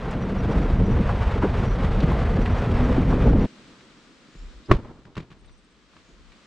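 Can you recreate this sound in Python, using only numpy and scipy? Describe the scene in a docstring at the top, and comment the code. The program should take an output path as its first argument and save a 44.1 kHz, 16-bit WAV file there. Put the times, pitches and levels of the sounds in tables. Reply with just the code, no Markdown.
"""Dirt track drive, then a thrown canvas bag

A four-wheel drive at an open window, in mono: shaped noise for buffeting air, drumming and crushed gravel,
sagging noise bursts for jolts, flicked stones and wind, a wandering sine for a squeaking fitting. Then a
quiet bush clearing in stereo: a rolled canvas bag thrown from the roof rack thuds, scuffs and bounces on dirt
(rung modes, grit and drag noise, slow sines) over leaves, murmur and wind noise; far birds are gliding sines.
"""
import sys
import numpy as np
from scipy import signal
from scipy.fft import rfft, irfft, next_fast_len
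from scipy.io import wavfile

SR = 44100
rng = np.random.default_rng(int(sys.argv[2]) if len(sys.argv) > 2 else 0)


def rack_gain(trim_db):
    """Turn a fader trim in dB into the linear factor to multiply a signal by."""
    fader = np.asarray(trim_db, float)
    return 10 ** (fader / 20)


def log_audio(samples):
    """Write samples as a 16-bit WAV file to the path given in sys.argv[1]."""
    # one column per channel
    frames = np.atleast_2d(samples).T
    # limit to full scale, then quantise
    limited = np.clip(frames, -1, 1)
    pcm = np.round(limited * 32767).astype(np.int16)
    wavfile.write(sys.argv[1], SR, pcm)


N = 284886

FADE_END_S, FADE_S = 3.468, 0.016

# Noise spectra, relative: hz, density_db_per_hz
BUFFET_SPECTRUM = [(20, -9.5), (35, 3.5), (70, 0), (110, -3.5), (170, -16), (300, -48), (900, -110)]
DRUMMING_SPECTRUM = [(60, -7.5), (110, -1), (200, 0.5), (300, -8.5), (480, -9.5), (700, -27), (1200, -45),
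                     (4000, -110)]
GRAVEL_SPECTRUM = [(250, -37), (450, 0.5), (750, -4), (1200, -6.5), (2000, -13.5), (3200, -21.5),
                   (5000, -32), (8300, -44), (13000, -62.5), (16000, -96.5)]
LEAVES_SPECTRUM = [(250, -19), (500, -0.5), (800, -7), (1200, -1.5), (2000, -5), (4000, -7), (5000, -10.5),
                   (8200, -18.5), (10000, -34), (16000, -58)]
MURMUR_SPECTRUM = [(70, -41), (130, -4), (220, -0.5), (330, -4), (500, -13), (800, -42), (3000, -78)]
PORT_WIND_SPECTRUM = [(20, -17.5), (40, 0), (65, -7.5), (100, -24.5), (200, -29), (800, -100)]
CANVAS_SPECTRUM = [(40, 2.5), (160, 4.5), (380, -1), (700, -11.5), (1100, -11.5), (2200, -26), (6000, -44),
                   (10000, -76.5)]
GRIT_SPECTRUM = [(300, -13.5), (2000, -4), (4000, -11.5), (8000, -29), (16000, -62.5)]
# Left-right likeness of stereo noise: hz, likeness (0 to 1)
LIKENESS = [(60, 0.27), (250, 1), (1000, 0.75), (2600, 0.38)]

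# Track roughness as drumming of the body: time_s, level_db
TRACK_ROUGHNESS = [(0, -31.5), (0.252, -26.5), (0.621, -24), (0.95, -23), (1.249, -33.5), (1.6, -26),
                   (1.751, -31.5), (2.051, -21.5), (2.2, -31), (2.4, -23), (2.601, -28.5), (2.8, -25),
                   (3.0, -23), (3.35, -16), (3.45, -24)]
BUFFET_DB, BUFFET_FOLLOWS = -21, 0.31  # at mean roughness after the lull; share of its dB swing
LULL_DB, LULL_MID_S, LULL_RISE_S = -9, 0.41, 0.1  # air starts weak, then sets in
CABIN_TOP = 0.61  # soft overload height
# Cabin drone, climbing as the vehicle gathers speed: time_s, pitch_hz
DRONE_PITCH = [(0, 190), (2.1, 200), (3.0, 261.7)]
DRONE_DB, DRONE_WIDTH_HZ = -7.5, 14.2  # dB relative to drumming
# Loose gravel under the tyres, used relative to its mean: time_s, level_db
LOOSENESS = [(0, -46.5), (.28, -49), (.55, -45), (.85, -49), (1.08, -44), (1.42, -46), (2.05, -44.5),
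             (2.25, -45.5), (2.8, -44), (3.2, -45.5), (3.44, -46)]
GRAVEL_DB, GRAVEL_FOLLOWS = -34, 0.99  # at mean looseness; share of its dB swing
SPRAY_DB, SPRAY_FOLLOWS, SPRAY_HZ = -16, 0.44, 2780  # relative to gravel; extra share; highpass
# Squeaks of a loose fitting: start_s
SQUEAK_STARTS = [.215, .38, .505, .62, .845, 0.904, 1.579, 1.65, 1.69, 1.72, 2.41, 2.505, 2.57, 2.835,
                 3.089, 3.245, 3.285, 3.41]
SQUEAK_HZ, SQUEAK_WANDER_HZ, SQUEAK_S, SQUEAK_DB = 5815, 60, .03, -57  # length is 1/e width
# Jolts, flicked stones and wind bursts of falling pitch; the first row is a faint high squeak,
# drawn here as a noise burst: start_s, peak_db, starting_pitch_hz
SAGGING_BURSTS = [(0.11, -44.5, 6900), (.705, -16.5, 217), (0.83, -15, 152), (1.092, -18.5, 1110),
                  (1.357, -20.5, 432), (1.424, -16.5, 1000), (1.431, -11.5, 281), (1.433, -26, 1510),
                  (1.443, -12.5, 533), (2.03, -12, 145), (2.003, -30.5, 4100), (2.117, -21.5, 890),
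                  (2.459, -24.5, 2570), (2.787, -21.5, 746), (2.98, -11.5, 340), (3.125, -20, 1030),
                  (3.268, -21.5, 890), (3.333, -21.5, 665)]
SAG_S, SAG_TO = .025, .3  # time constant; final share of starting pitch

# Background level of leaves and murmur, before panning; falls after the thud, then recovers:
# time_s, level_db
BACKGROUND = [(3.5, -53.5), (4.2, -57), (4.501, -55.5), (5.099, -65), (5.88, -61.5), (5.98, -58.5),
              (6.201, -60), (6.46, -56.5)]
MURMUR_DB, MURMUR_FOLLOWS, MURMUR_LAG_S = -58, 0.97, 0.13  # at mean background; share of dB swing; lag
# Wind puffs on the microphone ports, before panning: peak_s, half_width_s (to 1/e), level_db
PUFFS = [(4.5, 0.093, -44), (5.49, 0.1, -54.5), (6.219, 0.1, -51)]
CALM_DB = -67  # port noise between puffs, before panning
# Far birds, before roughening and panning: start_s, length_s, start_hz, end_hz, peak_db
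CHIRPS = [(4.26, .26, 6800, 7500, -71), (4.375, .07, 5150, 5700, -68), (4.63, .03, 3500, 4100, -59),
          (4.65, .025, 4700, 5200, -62), (5.465, .04, 4400, 3200, -65), (5.46, .14, 5750, 5900, -76),
          (6.03, .13, 6700, 6700, -72)]
TRILL_START_S, TRILL_GAP_S, TRILL_NOTES = 5.385, .0625, 6
# Slow swings of roof and ground: start_s, length_s, pitch_hz, peak_db
BOOMS = [(4.355, 0.17, 36.2, -33), (4.746, 0.025, 36.3, -13.5)]
# Drags: canvas at the lift and around the contacts with dirt (some leading into them), # and a late shuffle of
# boots on the rack: start_s, level_db (before the attack), fall_db_per_s
SCUFFS = [(3.53, -47.5, 54), (4.679, -17.5, 179), (4.775, -42.5, 135), (4.81, -34, 108), (5.048, -37, 246),
          (5.159, -32, 207), (5.29, -47.5, 103), (5.41, -51.5, 201), (5.915, -49, 124)]
SCUFF_ATTACK_DB = 3.5  # attack time constant, as the time of this much fall
# Touches of bag and boots, drive into each part: time_s, body_db, slap_db, grit_db
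TOUCHES = [(3.807, -62, -54, -46), (4.351, -44.5, -57, -48), (4.702, -16.5, -31, -39.5),
           (4.712, -3.5, -15, -14.5), (4.7149, -5, -3.5, -38), (4.737, -19, -38, -41.5),
           (4.765, -39, -43, -42), (5.052, -50, -57, -45), (5.153, -55, -58, -38.5),
           (5.1672, -31.5, -34, -32.5), (5.177, -25.5, -35, -31.5), (5.19, -39, -47, -50),
           (5.202, -36, -57, -43.5), (5.227, -46, -57, -50), (5.303, -47, -63, -45),
           (5.315, -44, -46, -43.5), (5.324, -59, -58.5, -46.5), (5.445, -72, -70, -53),
           (5.493, -62, -56, -49.5), (5.935, -67, -53.5, -52), (5.966, -62, -48, -46),
           (6.319, -68, -72, -43.5)]
# Packed body modes, before the lowpass: pitch_hz, relative_db, t60_s
BODY_MODES = [(147, 8, 0.042), (197.6, 3, 0.048), (355, 0.5, 0.027), (620, -9, 0.011)]
# Tight canvas modes, before the lowpass: pitch_hz, relative_db, t60_s
SLAP_MODES = [(1135, 5.5, 0.014), (1880, -2, 0.0056)]
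LEFT_LAG_S = .00005  # bag lands right of centre
# Returns from car side and trunks: delay_s, left_db, right_db
ECHOES = [(.007, -14, -25), (0.02, -28, -25)]


def rms_one(x):
    """Scale to an rms of 1."""
    return x / np.sqrt(np.mean(x ** 2) + 1e-20)


def in_time(rows):
    """Table columns joined by straight lines, one value a sample."""
    time_s, *columns = np.transpose(rows)
    return [np.interp(np.arange(N) / SR, time_s, column) for column in columns]


def column_mean(rows):
    """Plain mean of a table's second column."""
    return np.mean(np.array(rows)[:, 1])


def at_hz(points, hz):
    """Read a spectrum on a log-frequency axis."""
    point_hz, value = np.array(points).T
    return np.interp(np.log(hz), np.log(point_hz), value)


def drift(corner_hz):
    """Slow chance of rms 1: noise through a double pole, at a 40th of the sample rate."""
    r = np.exp(-80 * np.pi * corner_hz / SR)
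    noise = rng.standard_normal(N // 40 + 2002)
    slow = rms_one(signal.lfilter([1], [1, -2 * r, r * r], noise)[2000:])
    return np.interp(np.arange(N) / 40, np.arange(len(slow)), slow)


def filtered(x, order, hz, kind="low"):
    """Butterworth filter."""
    return signal.sosfilt(signal.butter(order, hz, kind, fs=SR, output="sos"), x)


def pan(left_db):
    """Opposite dB gains on left and right."""
    return rack_gain([[left_db], [-left_db]])


def coloured(spectrum, lumps_db, lumps_hz, grit_db=0., wide=True):
    """Two-channel noise of rms 1: spread sample sizes make grit, slow drift makes lumps."""
    size = next_fast_len(N)
    hz = np.maximum(np.arange(size // 2 + 1) * SR / size, 1)
    grains = rack_gain(grit_db * np.minimum(rng.exponential(1, N), 5))
    white = rng.standard_normal((2, N)) * grains * rack_gain(lumps_db * drift(lumps_hz))
    mid, side = rfft(white, size) * rack_gain(at_hz(spectrum, hz)) * (hz > 15)
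    alike = 1 - wide * (1 - np.clip(at_hz(LIKENESS, hz), 0, 1))
    both = np.sqrt(1 + alike) * mid + np.sqrt(1 - alike) * side * [[1], [-1]]
    return rms_one(irfft(both, size)[:, :N])


def ring(clicks, hz, t60_s):
    """Two-pole resonator: a unit click starts a decaying sine of height 1."""
    r = np.exp(-np.log(1000) / (t60_s * SR))
    w = 2 * np.pi * hz / SR
    return signal.lfilter([0, np.sin(w)], [1, -2 * r * np.cos(w), r * r], clicks + 1e-18)


def ring_modes(clicks, modes):
    """Sum of ringing modes with alternating sign."""
    return sum(rack_gain(db) * ring(clicks, hz, t60_s) * (-1) ** k for k, (hz, db, t60_s) in enumerate(modes))


def swells(rows):
    """Gliding sines under half-sine envelopes: start_s, length_s, start_hz, end_hz, peak_db."""
    out = np.zeros(N)
    for start_s, length_s, hz_from, hz_to, db in rows:
        u = np.linspace(0, 1, round(length_s * SR))
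        turns = np.cumsum(hz_from + (hz_to - hz_from) * u) / SR
        out[round(start_s * SR):][:len(u)] += rack_gain(db) * np.sin(np.pi * u) * np.sin(2 * np.pi * turns)
    return out


def buffeting(roughness_db):
    """Low lumpy air noise that partly follows track roughness after an initial lull."""
    t = np.arange(N) / SR
    swing_db = roughness_db - column_mean(TRACK_ROUGHNESS)
    lull_db = LULL_DB * (1 - np.tanh((t - LULL_MID_S) / LULL_RISE_S)) / 2
    level = rack_gain(BUFFET_DB + BUFFET_FOLLOWS * swing_db + lull_db)
    return level * coloured(BUFFET_SPECTRUM, lumps_db=1.0, lumps_hz=13.0, wide=False)


def drone():
    """Narrow noise band: two slow drifts modulate quadrature carriers at the climbing pitch."""
    turns = 2 * np.pi * np.cumsum(in_time(DRONE_PITCH)[0]) / SR
    band = drift(DRONE_WIDTH_HZ) * np.cos(turns) + drift(DRONE_WIDTH_HZ) * np.sin(turns)
    return rack_gain(DRONE_DB) * band


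def drumming(roughness_db):
    """Track roughness sets the level of lumpy body noise and the cabin drone."""
    body = coloured(DRUMMING_SPECTRUM, lumps_db=2.5, lumps_hz=13.7, wide=False)
    return rack_gain(roughness_db) * (body + drone())


def tyres():
    """Dense grain noise swells on loose patches, its highpassed spray most of all."""
    loose_db = in_time(LOOSENESS)[0] - column_mean(LOOSENESS)
    bed = coloured(GRAVEL_SPECTRUM, lumps_db=1.65, lumps_hz=25.7, grit_db=2.0, wide=False)
    spray = filtered(bed, 2, SPRAY_HZ, "high")
    spray_gain = rack_gain(SPRAY_DB + SPRAY_FOLLOWS * loose_db + 4.0 * drift(24.0))
    return rack_gain(GRAVEL_DB + GRAVEL_FOLLOWS * loose_db) * (bed + spray_gain * spray)


def squeaks():
    """Stick-slip as a sine of quickly wandering pitch, in short swells of uneven size."""
    t = np.arange(N) / SR
    hz = SQUEAK_HZ + SQUEAK_WANDER_HZ * drift(80)
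    tone = np.sin(2 * np.pi * np.cumsum(hz) / SR)
    swell = sum(np.exp(-(2 * (t - start_s) / SQUEAK_S - 1) ** 2) for start_s in SQUEAK_STARTS)
    return rack_gain(SQUEAK_DB + drift(14)) * swell * tone


def sagging_bursts():
    """Bandpassed noise, read ever slower so pitch sags: a quick fall and a tail, longer when low."""
    out, t = np.zeros(N), np.arange(4000) / SR
    read_at = np.cumsum(SAG_TO + (1 - SAG_TO) * np.exp(-t / SAG_S))
    for start_s, db, hz in SAGGING_BURSTS:
        quick = np.exp(-t * hz / 4.)
        tail = 0.52 * np.exp(-t / (0.014 + 5. / hz))
        noise = rng.standard_normal(2 * len(t))
        steady = filtered(noise, 2, [hz / 1.34, min(hz * 1.26, 15000)], "band")[len(t):]
        sagging = np.interp(read_at, np.arange(len(t)), steady)
        burst = sagging * (1 - np.exp(-t / 0.0015)) * (quick + tail)
        out[round(start_s * SR):][:len(t)] += rack_gain(db) * burst / abs(burst).max()
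    return out


def drive():
    """Air and drumming overload the microphone softly; tyres, bursts and squeaks add on top."""
    roughness_db = in_time(TRACK_ROUGHNESS)[0]
    cabin = buffeting(roughness_db) + drumming(roughness_db)
    return CABIN_TOP * np.tanh(cabin / CABIN_TOP) + tyres() + sagging_bursts() + squeaks()


def leaves(background_db):
    """Leaf rustle as wide noise at the background level, a little to the left."""
    return rack_gain(background_db) * coloured(LEAVES_SPECTRUM, lumps_db=-0.25, lumps_hz=9.7) * pan(.6)


def murmur(background_db):
    """Far low noise that follows the background level late."""
    t = np.arange(N) / SR
    swing_db = np.interp(t - MURMUR_LAG_S, t, background_db) - column_mean(BACKGROUND)
    level = rack_gain(MURMUR_DB + MURMUR_FOLLOWS * swing_db)
    return level * coloured(MURMUR_SPECTRUM, lumps_db=1.5, lumps_hz=14.0)


def port_wind():
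    """Wind on the microphone ports: low noise with Gaussian puffs over a calm floor."""
    t = np.arange(N) / SR
    puffs = sum(rack_gain(db) * np.exp(-((t - peak_s) / width_s) ** 2) for peak_s, width_s, db in PUFFS)
    noise = coloured(PORT_WIND_SPECTRUM, lumps_db=1.5, lumps_hz=7.)
    return (rack_gain(CALM_DB) + puffs) * noise * pan(1.5)


def birds():
    """Chirps and a trill sinking and fading by note, left of centre, roughened by the trees."""
    trill = [(TRILL_START_S + TRILL_GAP_S * k, .034, 9400 - 140 * k, 8000 - 90 * k, -74 - .2 * k)
             for k in range(TRILL_NOTES)]
    return swells(CHIRPS + trill) * (1 + drift(200)) * pan(1.5)


def booms():
    """Roof and ground swing as deep sines of steady pitch."""
    return swells([(start_s, length_s, hz, hz, db) for start_s, length_s, hz, db in BOOMS])


def scuffs():
    """Dragging canvas and a late boot shuffle as gritty noise; slow drags also set in slowly."""
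    t, drag = np.arange(N) / SR, np.zeros(N)
    for start_s, db, fall_db_per_s in SCUFFS:
        fallen_db = fall_db_per_s * np.maximum(t - start_s, 0)
        attack = (1 - np.exp(-fallen_db / SCUFF_ATTACK_DB)) ** 2
        drag += attack * rack_gain(db - fallen_db)
    return drag * coloured(CANVAS_SPECTRUM, lumps_db=2.5, lumps_hz=35.0, grit_db=2.5, wide=.3)


def left_late(x):
    """First-order lag between ports: left half late, right half early, by the slope."""
    return x - np.gradient(x) * LEFT_LAG_S * SR / 2 * np.array([[1], [-1]])


def thrown_grit(throws):
    """Each throw starts a puff of gritty noise with a quick fall and a faint longer tail."""
    t = np.arange(2600) / SR
    puff = (1 - np.exp(-t / 0.0024)) * (np.exp(-t / 0.004) + 0.09 * np.exp(-t / 0.029))
    noise = coloured(GRIT_SPECTRUM, lumps_db=2.0, lumps_hz=49.0, grit_db=1.5, wide=0.37)
    return np.convolve(throws, puff)[:N] * noise


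def touches():
    """Pushes ring the packed body, slaps ring the tight canvas, grit is thrown."""
    pushes, slaps, throws = np.zeros((3, N))
    for time_s, *levels_db in TOUCHES:
        at = round(time_s * SR)
        pushes[at], slaps[at], throws[at] = rack_gain(np.array(levels_db))
    body = filtered(ring_modes(pushes, BODY_MODES), 3, 636.0)
    slap = filtered(ring_modes(slaps, SLAP_MODES), 3, 3050.0)
    return left_late(body) + left_late(slap) + thrown_grit(throws)


def echoes(x):
    """Dull bandpassed returns from car side and trunks, unlike in the two ears."""
    dull = filtered(x.mean(axis=0), 1, [200., 3000.], "band")
    return sum(rack_gain(np.array([[left_db], [right_db]])) * np.roll(dull, round(delay_s * SR))
               for delay_s, left_db, right_db in ECHOES)


def clearing():
    """Leaves, murmur and wind lie under the birds and the bag."""
    background_db = in_time(BACKGROUND)[0]
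    bed = leaves(background_db) + murmur(background_db) + port_wind()
    hits = touches()
    return bed + birds() + booms() + scuffs() + hits + echoes(hits)


def scene():
    """The drive gives way to the clearing in a very short linear fade."""
    driving = np.clip((FADE_END_S - np.arange(N) / SR) / FADE_S, 0, 1)
    return driving * drive() + (1 - driving) * clearing()


def low_pass(x):
    """Removes everything above the highest recorded frequency."""
    return signal.sosfilt(signal.butter(12, 15500, fs=SR, output="sos"), x)


def record(dry):
    """Smooth saturation holds peaks under full scale."""
    held = dry / (1 + abs(dry / .97) ** 4) ** .25
    return low_pass(held)


dry = scene()
out = record(dry)
log_audio(out)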